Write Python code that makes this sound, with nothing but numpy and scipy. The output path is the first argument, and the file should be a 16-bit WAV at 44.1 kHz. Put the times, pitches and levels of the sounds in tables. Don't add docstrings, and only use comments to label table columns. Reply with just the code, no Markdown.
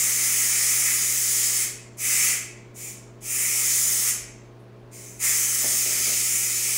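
import sys
import numpy as np
from scipy import signal
from scipy.fft import rfft, irfft, next_fast_len
from scipy.io import wavfile
from scipy.ndimage import uniform_filter1d, map_coordinates

SR = 44100
rng = np.random.default_rng(int(sys.argv[2]) if len(sys.argv) > 2 else 0)


def makeup_ratio(level_db):
    decades = np.asarray(level_db, float) / 20
    return 10 ** decades


def put_to_file(sound):
    columns = np.atleast_2d(sound).T
    safe = np.clip(columns, -1, 1)
    whole_steps = np.round(safe * 32767)
    wavfile.write(sys.argv[1], SR, whole_steps.astype(np.int16))


N = 298821
LEAD = SR // 2
TIME = np.arange(-LEAD, N) / SR

# start in seconds, opening time in seconds,
# held time in seconds, closing time in seconds, hiss level in dB.
PUSHES = [
    (-0.5, 0.062, 2.058, 0.037, -22),
    (1.966, 0.097, 0.19, .15, -20.5),
    (2.74, 0.059, 0.081, 0.069, -36.5),
    (3.203, .21, 0.68, 0.017, -23),
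    (4.908, 0.041, .02, 0.34, -41),
    (5.189, 0.056, 1.6, .03, -23.5),
]
# time in seconds, extra flow in dB,
# throat song in dB relative to the hiss, throat pitch in Hz.
FINGER_LEAN = [(0, -0.5, -13, 2165), (.82, 0, -12.5, 2120), (.866, 1, -10, 2200), (.97, -1.9, -13, 2160),
               (1.33, -0.7, -17, 2060), (1.62, -1, -12.5, 2150), (2.05, -2.3, -10.5, 2270),
               (2.24, -0.8, -8.5, 2260), (3.6, 0, -12.5, 2250), (3.75, 1, -19.5, 1950),
               (4.02, 0.1, -16, 1940), (4.1, 1.8, -10.5, 2280), (5.15, -2.5, -10, 2230),
               (5.24, 3.5, -9.5, 2140), (5.31, -0.5, -12.5, 2090), (5.62, 0.3, -16.5, 2040),
               (5.9, 0, -13, 2250), (6.78, -1.1, -14, 2300)]
# frequency in Hz, level in dB per Hz.
HISS_COLOUR = [(1650, -34), (2800, -16.5), (3010, -12.5), (3480, -14.5), (4110, -15.5), (4970, -10),
               (6110, -1.5), (7210, -1), (9080, -0.5), (9860, -1), (11500, -11.5), (15000, -29.5),
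               (22000, -120)]
# frequency in Hz, level in dB per Hz.
FIZZ_COLOUR = [(10000, -45), (11300, 14.5), (12400, 5.5), (13700, 14.5), (14800, 11.5), (15800, 14.5),
               (17000, -8.5)]
# frequency in Hz, level in dB per Hz.
LID_COLOUR = [(150, -53.5), (500, -21), (800, -4.5), (1000, -19), (1140, -15.5), (1250, 7), (1400, 1),
              (1600, -4.5), (2000, -18), (3000, -81.5)]
# frequency in Hz, width in Hz, lift in dB.
STANDING_WAVES = [(1242, 58, 6.5), (1540, 140, -6), (2045, 136, 3), (2320, 130, 2.5), (2567, 37, 7),
                  (2750, 130, -1.5), (3010, 70, 3.5), (4977, 160, 6), (5480, 91, 7), (5620, 130, -4),
                  (6354, 90, 7.5), (6480, 40, -1.5), (7035, 78, 9.5), (7520, 70, 5), (7400, 68, -2),
                  (7540, 45, 1), (8550, 43, -4), (9360, 30, 1.5), (9180, 300, -4.5), (9660, 120, 2),
                  (10040, 45, -1), (10360, 80, 0.5), (10290, 47.6, 7), (10660, 50, 8), (10820, 58, -1.5),
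                  (12240, 65, 13.5), (12620, 207, -2), (13750, 85, 2), (14800, 100, 2.5)]
# frequency in Hz, time to fall by 60 dB in seconds.
ROOM_RING = [(1000, 0.58), (2200, 0.71), (4000, 0.58), (6500, 0.52), (10000, 0.35), (15000, 0.26)]
# frequency in Hz, rms level in dB.
HUM_TONES = [(120.0, -48), (240, -64), (300, -63.5), (360, -56.5), (420, -59.5), (480, -66), (660, -63.5),
             (900, -76.5), (1080, -70)]
# frequency in Hz, width in Hz, rms level in dB.
MOTOR_TONES = [(40, 18, -63.5), (194, 39, -60.5), (219.3, 7.9, -62.5), (344, 14, -73), (577, 17, -67)]
# frequency in Hz, level in dB per Hz.
AIR_COLOUR = [(20, -22.5), (30, -16), (60, -10), (95, -13.5), (150, -14.5), (230, -9.5), (420, -9),
              (680, -15.5), (900, -16.5), (2200, -26), (5000, -35), (7500, -41.5), (10300, -45),
              (11600, -56)]
# time in seconds, peak level in dB, brightest frequency in Hz, spread in Hz.
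PAW_TAPS = [(5.626, -36, 760, 500), (5.64, -31.5, 450, 900), (5.701, -40, 600, 600), (5.739, -44, 250, 300),
            (5.855, -36.5, 483, 500), (5.895, -39, 400, 300), (5.966, -41, 260, 350),
            (5.995, -39, 400, 300), (5.92, -44, 400, 300), (6.065, -39.5, 600, 300), (6.09, -38, 594, 300),
            (6.11, -41, 395, 405)]
# frequency in Hz, level in dB, time to fall by 60 dB in seconds.
FLOORBOARDS = [(265, 0, .07), (400, -2, .09), (510, -6, .05), (620, 0, .09), (860, -3, .07)]
# time in seconds, level in dB, frequency in Hz.
FOOT_THUMPS = [
    (4.15, -47, 60),
    (4.21, -43, 50),
    (5.975, -43.5, 72),
]
# time in seconds, rms level in dB, spread in seconds.
SLEEVE_RUSTLES = [
    (4.46, -78, .01),
    (4.605, -70.5, 0.0093),
    (4.63, -77, 0.0086),
    (4.8, -81, 0.0092),
]
# time in seconds, lowest Hz, highest Hz.
SIDE_BURSTS = [(.45, 4200, 5300), (.45, 12400, 13900), (.775, 9600, 11200), (1.47, 4200, 6500),
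               (1.565, 5100, 6500), (1.565, 8200, 10500), (1.565, 13000, 15300), (2.145, 8200, 9800),
               (2.145, 10300, 11900), (2.84, 6800, 8400), (3.93, 4200, 5300), (3.93, 8200, 10500),
               (3.93, 12400, 13900), (5.39, 14400, 15800), (5.42, 9600, 11200), (6.76, 8200, 11200),
               (6.76, 13800, 15800)]

AIR_DB = -53
HISS_DB = -80
TOP_HZ = 15700
FULL_DB, SONG_DB = -26.5, -13
SKIRT_DB, SKIRT_PER_SONG, SKIRT_PER_FLOW, SKIRT_WANDER_DB = -16, -0.21, 0.082, 2.2
FIZZ_DB, FIZZ_PER_SONG, FIZZ_PER_FLOW, FIZZ_WANDER_DB = -7.5, -.15, .12, 0.15
FLOW_WANDER_DB, SONG_WANDER_DB = 0.55, 1
SONG_PER_FLOW = 0.087
OPEN_CURVE = 1.17
REACH_S, REACH_DB = 5.25, 2
WEAK_HZ, WEAK_DULL = 6300, 0.17


def unit(x):
    return x / np.sqrt(np.mean(x ** 2) + 1e-20)


def along(points, hz):
    f, v = np.transpose(points)
    return np.interp(np.log(hz + 1), np.log(f + 1), v)


def filtered(x, response):
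    m = next_fast_len(len(x) + 8192)
    return irfft(rfft(x, m) * response(np.fft.rfftfreq(m, 1 / SR)), m)[:len(x)]


def noise(response):
    return unit(filtered(rng.standard_normal(len(TIME)), response))


def bell(hz, centre_hz, width_hz):
    return 1 / np.sqrt(1 + (2 * (hz - centre_hz) / width_hz) ** 2)


def wander(rate):
    return map_coordinates(rng.standard_normal(256), [(TIME - TIME[0]) * rate])


def rush(gain, patchy_db):
    hz, t, z = signal.stft(rng.standard_normal(len(TIME)), SR, nperseg=512)
    patches = uniform_filter1d(rng.standard_normal(z.shape), size=6, axis=0)
    patches = uniform_filter1d(patches, size=9, axis=1)
    shape = gain(hz[:, None], t - LEAD / SR) + 0 * t
    shape = shape / np.sqrt(np.mean(shape ** 2, axis=0))
    z = z * shape * makeup_ratio(patchy_db * unit(patches))
    return unit(signal.istft(z, SR, nperseg=512)[1][:len(TIME)])


def valve():
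    knot_s, *columns = np.transpose(FINGER_LEAN)
    extra_db, song_db, throat_hz = [np.interp(TIME, knot_s, c) for c in columns]
    ramp = lambda t, length: np.sin(np.pi / 2 * np.clip(t / length, 0, 1))
    flow = 0
    for start, rise, hold, fall, db in PUSHES:
        opening = ramp(TIME - start, rise) ** OPEN_CURVE
        closing = ramp(start + rise + hold + fall - TIME, fall) ** 2
        flow = flow + makeup_ratio(db) * opening * closing
    flow = flow * makeup_ratio(extra_db + FLOW_WANDER_DB * wander(7))
    weak_db = np.clip(20 * np.log10(flow + 1e-9) - FULL_DB, -24, 0)
    song_db = song_db + SONG_WANDER_DB * wander(22) + SONG_PER_FLOW * weak_db
    extra_song_db = song_db - SONG_DB
    skirt_db = SKIRT_DB + SKIRT_PER_SONG * extra_song_db + SKIRT_PER_FLOW * weak_db
    skirt_db = skirt_db + SKIRT_WANDER_DB * wander(6) + REACH_DB * (TIME > REACH_S)
    fizz_db = FIZZ_DB + FIZZ_PER_SONG * extra_song_db + FIZZ_PER_FLOW * weak_db
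    fizz_db = fizz_db + FIZZ_WANDER_DB * wander(8)
    return flow, song_db, skirt_db, fizz_db, throat_hz


def steam():
    flow, song_db, skirt_db, fizz_db, throat_hz = valve()
    weak_db = np.clip(20 * np.log10(flow + 1e-9) + 24, -24, 0)
    at = lambda t, curve: np.interp(t, TIME, curve)

    def hiss_gain(hz, t):
        weak = at(t, weak_db)
        skirt = (at(t, skirt_db) + 16.5) * bell(hz, 4300, 1900) ** 2
        dip = 0.14 * weak * bell(hz, 4950, 900) ** 2
        dull = WEAK_DULL * weak * np.log2(np.maximum(hz / WEAK_HZ, 1))
        return makeup_ratio(along(HISS_COLOUR, hz) + skirt + dip + dull)

    def throat_gain(hz, t):
        width_hz = 900 * makeup_ratio(0.146 * at(t, weak_db))
        return bell(hz, at(t, throat_hz), width_hz) ** 2

    hiss = rush(hiss_gain, patchy_db=1.1)
    fizz = rush(lambda hz, t: makeup_ratio(along(FIZZ_COLOUR, hz)), patchy_db=.6)
    lid = rush(lambda hz, t: makeup_ratio(along(LID_COLOUR, hz)), patchy_db=.8)
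    throat = rush(throat_gain, patchy_db=0.8)
    lid_db = -28 + 0.24 * (song_db + 11.0) + 0.1 * weak_db
    jet = hiss + makeup_ratio(fizz_db) * fizz + makeup_ratio(song_db) * throat + makeup_ratio(lid_db) * lid
    flutter = uniform_filter1d(rng.standard_normal(len(TIME)), size=120)
    return flow * jet * makeup_ratio(0.95 * unit(flutter))


def scrambled(x, keep=lambda hz, t: 1):
    hz, t, z = signal.stft(x, SR, nperseg=256)
    z = z * np.exp(2j * np.pi * rng.random(z.shape)) * keep(hz[:, None], t)
    return np.sqrt(2) * signal.istft(z, SR, nperseg=256)[1][:len(x)]


def tail():
    hz, t, z = signal.stft(rng.standard_normal(SR), SR, nperseg=256)
    ring_s = np.clip(along(ROOM_RING, hz), .05, 2)
    fall = makeup_ratio(-60 * t / ring_s[:, None])
    answer = rfft(signal.istft(z * fall, SR, nperseg=256)[1])
    power = np.abs(uniform_filter1d(np.abs(answer) ** 2, size=160))
    answer /= np.sqrt(power + 1e-20)
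    return np.pad(irfft(answer)[:SR * 3 // 4], (200, 0))


def kitchen(x, direct, plume):
    lift_db = lambda f: sum(db * bell(f, centre, width) ** 2 for centre, width, db in STANDING_WAVES)
    nozzle = filtered(x, lambda f: makeup_ratio(lift_db(f)))
    parts = np.sqrt(1 - plume) * nozzle, np.sqrt(plume) * scrambled(nozzle)
    room = sum(signal.fftconvolve(part, tail())[:len(x)] for part in parts)
    return np.sqrt(direct) * nozzle + np.sqrt(1 - direct) * room


def fridge():
    out = np.zeros(len(TIME))
    for hz, db in HUM_TONES:
        out += np.sqrt(2) * makeup_ratio(db) * np.sin(2 * np.pi * (hz * TIME + rng.random()))
    for hz, width_hz, db in MOTOR_TONES:
        out += makeup_ratio(db) * noise(lambda f: bell(f, hz, width_hz) ** 2)
    return out + makeup_ratio(AIR_DB) * noise(lambda f: makeup_ratio(along(AIR_COLOUR, f)))


def floor_knocks():
    out, t = np.zeros(len(TIME) + SR), np.arange(SR // 4) / SR
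    for s, db, hz in FOOT_THUMPS:
        thump = makeup_ratio(db - 60 * t / 0.27) * np.sin(2 * np.pi * hz * t) * (1 - np.exp(-t / 0.01))
        out[LEAD + round(s * SR):][:len(t)] += thump
    for s, db, bright_hz, spread_hz in PAW_TAPS:
        scuff = filtered(rng.standard_normal(len(t)), lambda f: bell(f, bright_hz, spread_hz) ** 2 * (f < 950))
        scuff = makeup_ratio(-60 * t / 0.23) * unit(scuff)
        ring = 0
        for hz, level, t60 in FLOORBOARDS:
            tone = np.sin(2 * np.pi * (hz * rng.normal(1, 0.033) * t + rng.random()))
            ring = ring + makeup_ratio(level - 60 * t / t60) * bell(hz, bright_hz, spread_hz) * tone
        soft_start = 1 - np.exp(-t / 0.007)
        out[LEAD + round(s * SR):][:len(t)] += makeup_ratio(db + 1) * (ring + 0.52 * scuff) * soft_start
    return out[:len(TIME)]


def sleeve():
    cloth = noise(lambda f: bell(f, 10000, 3500) ** 2)
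    swells = sum(makeup_ratio(db) * np.exp(-.5 * ((TIME - s) / spread) ** 2) for s, db, spread in SLEEVE_RUSTLES)
    return cloth * swells


def scene():
    steps = floor_knocks() + sleeve()
    vent = makeup_ratio(-1.0) * kitchen(steam(), direct=0.29, plume=.25)
    hum = fridge()
    steps_room = makeup_ratio(-5.5) * signal.fftconvolve(steps, tail())[:len(TIME)]
    mono = vent + hum + steps + steps_room
    return np.tile(mono[LEAD:], (2, 1))


def roll_off(x):
    return signal.sosfilt(signal.butter(12, 16660, fs=SR, output="sos"), x)


def record(dry):
    hiss = unit(filtered(rng.standard_normal(N), lambda f: bell(f, 15000, 5000) ** 2))
    noisy = dry[0] + makeup_ratio(HISS_DB) * hiss
    mono = filtered(noisy, lambda f: np.cos(np.pi / 2 * np.clip((f - TOP_HZ) / 120, 0, 1)) ** 2)

    def apart(hz, t):
        gain = 0
        for s, low_hz, high_hz in SIDE_BURSTS:
            in_band = (hz > low_hz + 150) * (hz < high_hz - 150)
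            gain = gain + in_band * np.clip(1 - ((t - s) / 0.019) ** 2, 0, 1)
        return gain

    side = makeup_ratio(-2.5) * scrambled(mono, apart)
    return roll_off(np.array([mono + side, mono - side]))


dry = scene()
out = record(dry)
put_to_file(out)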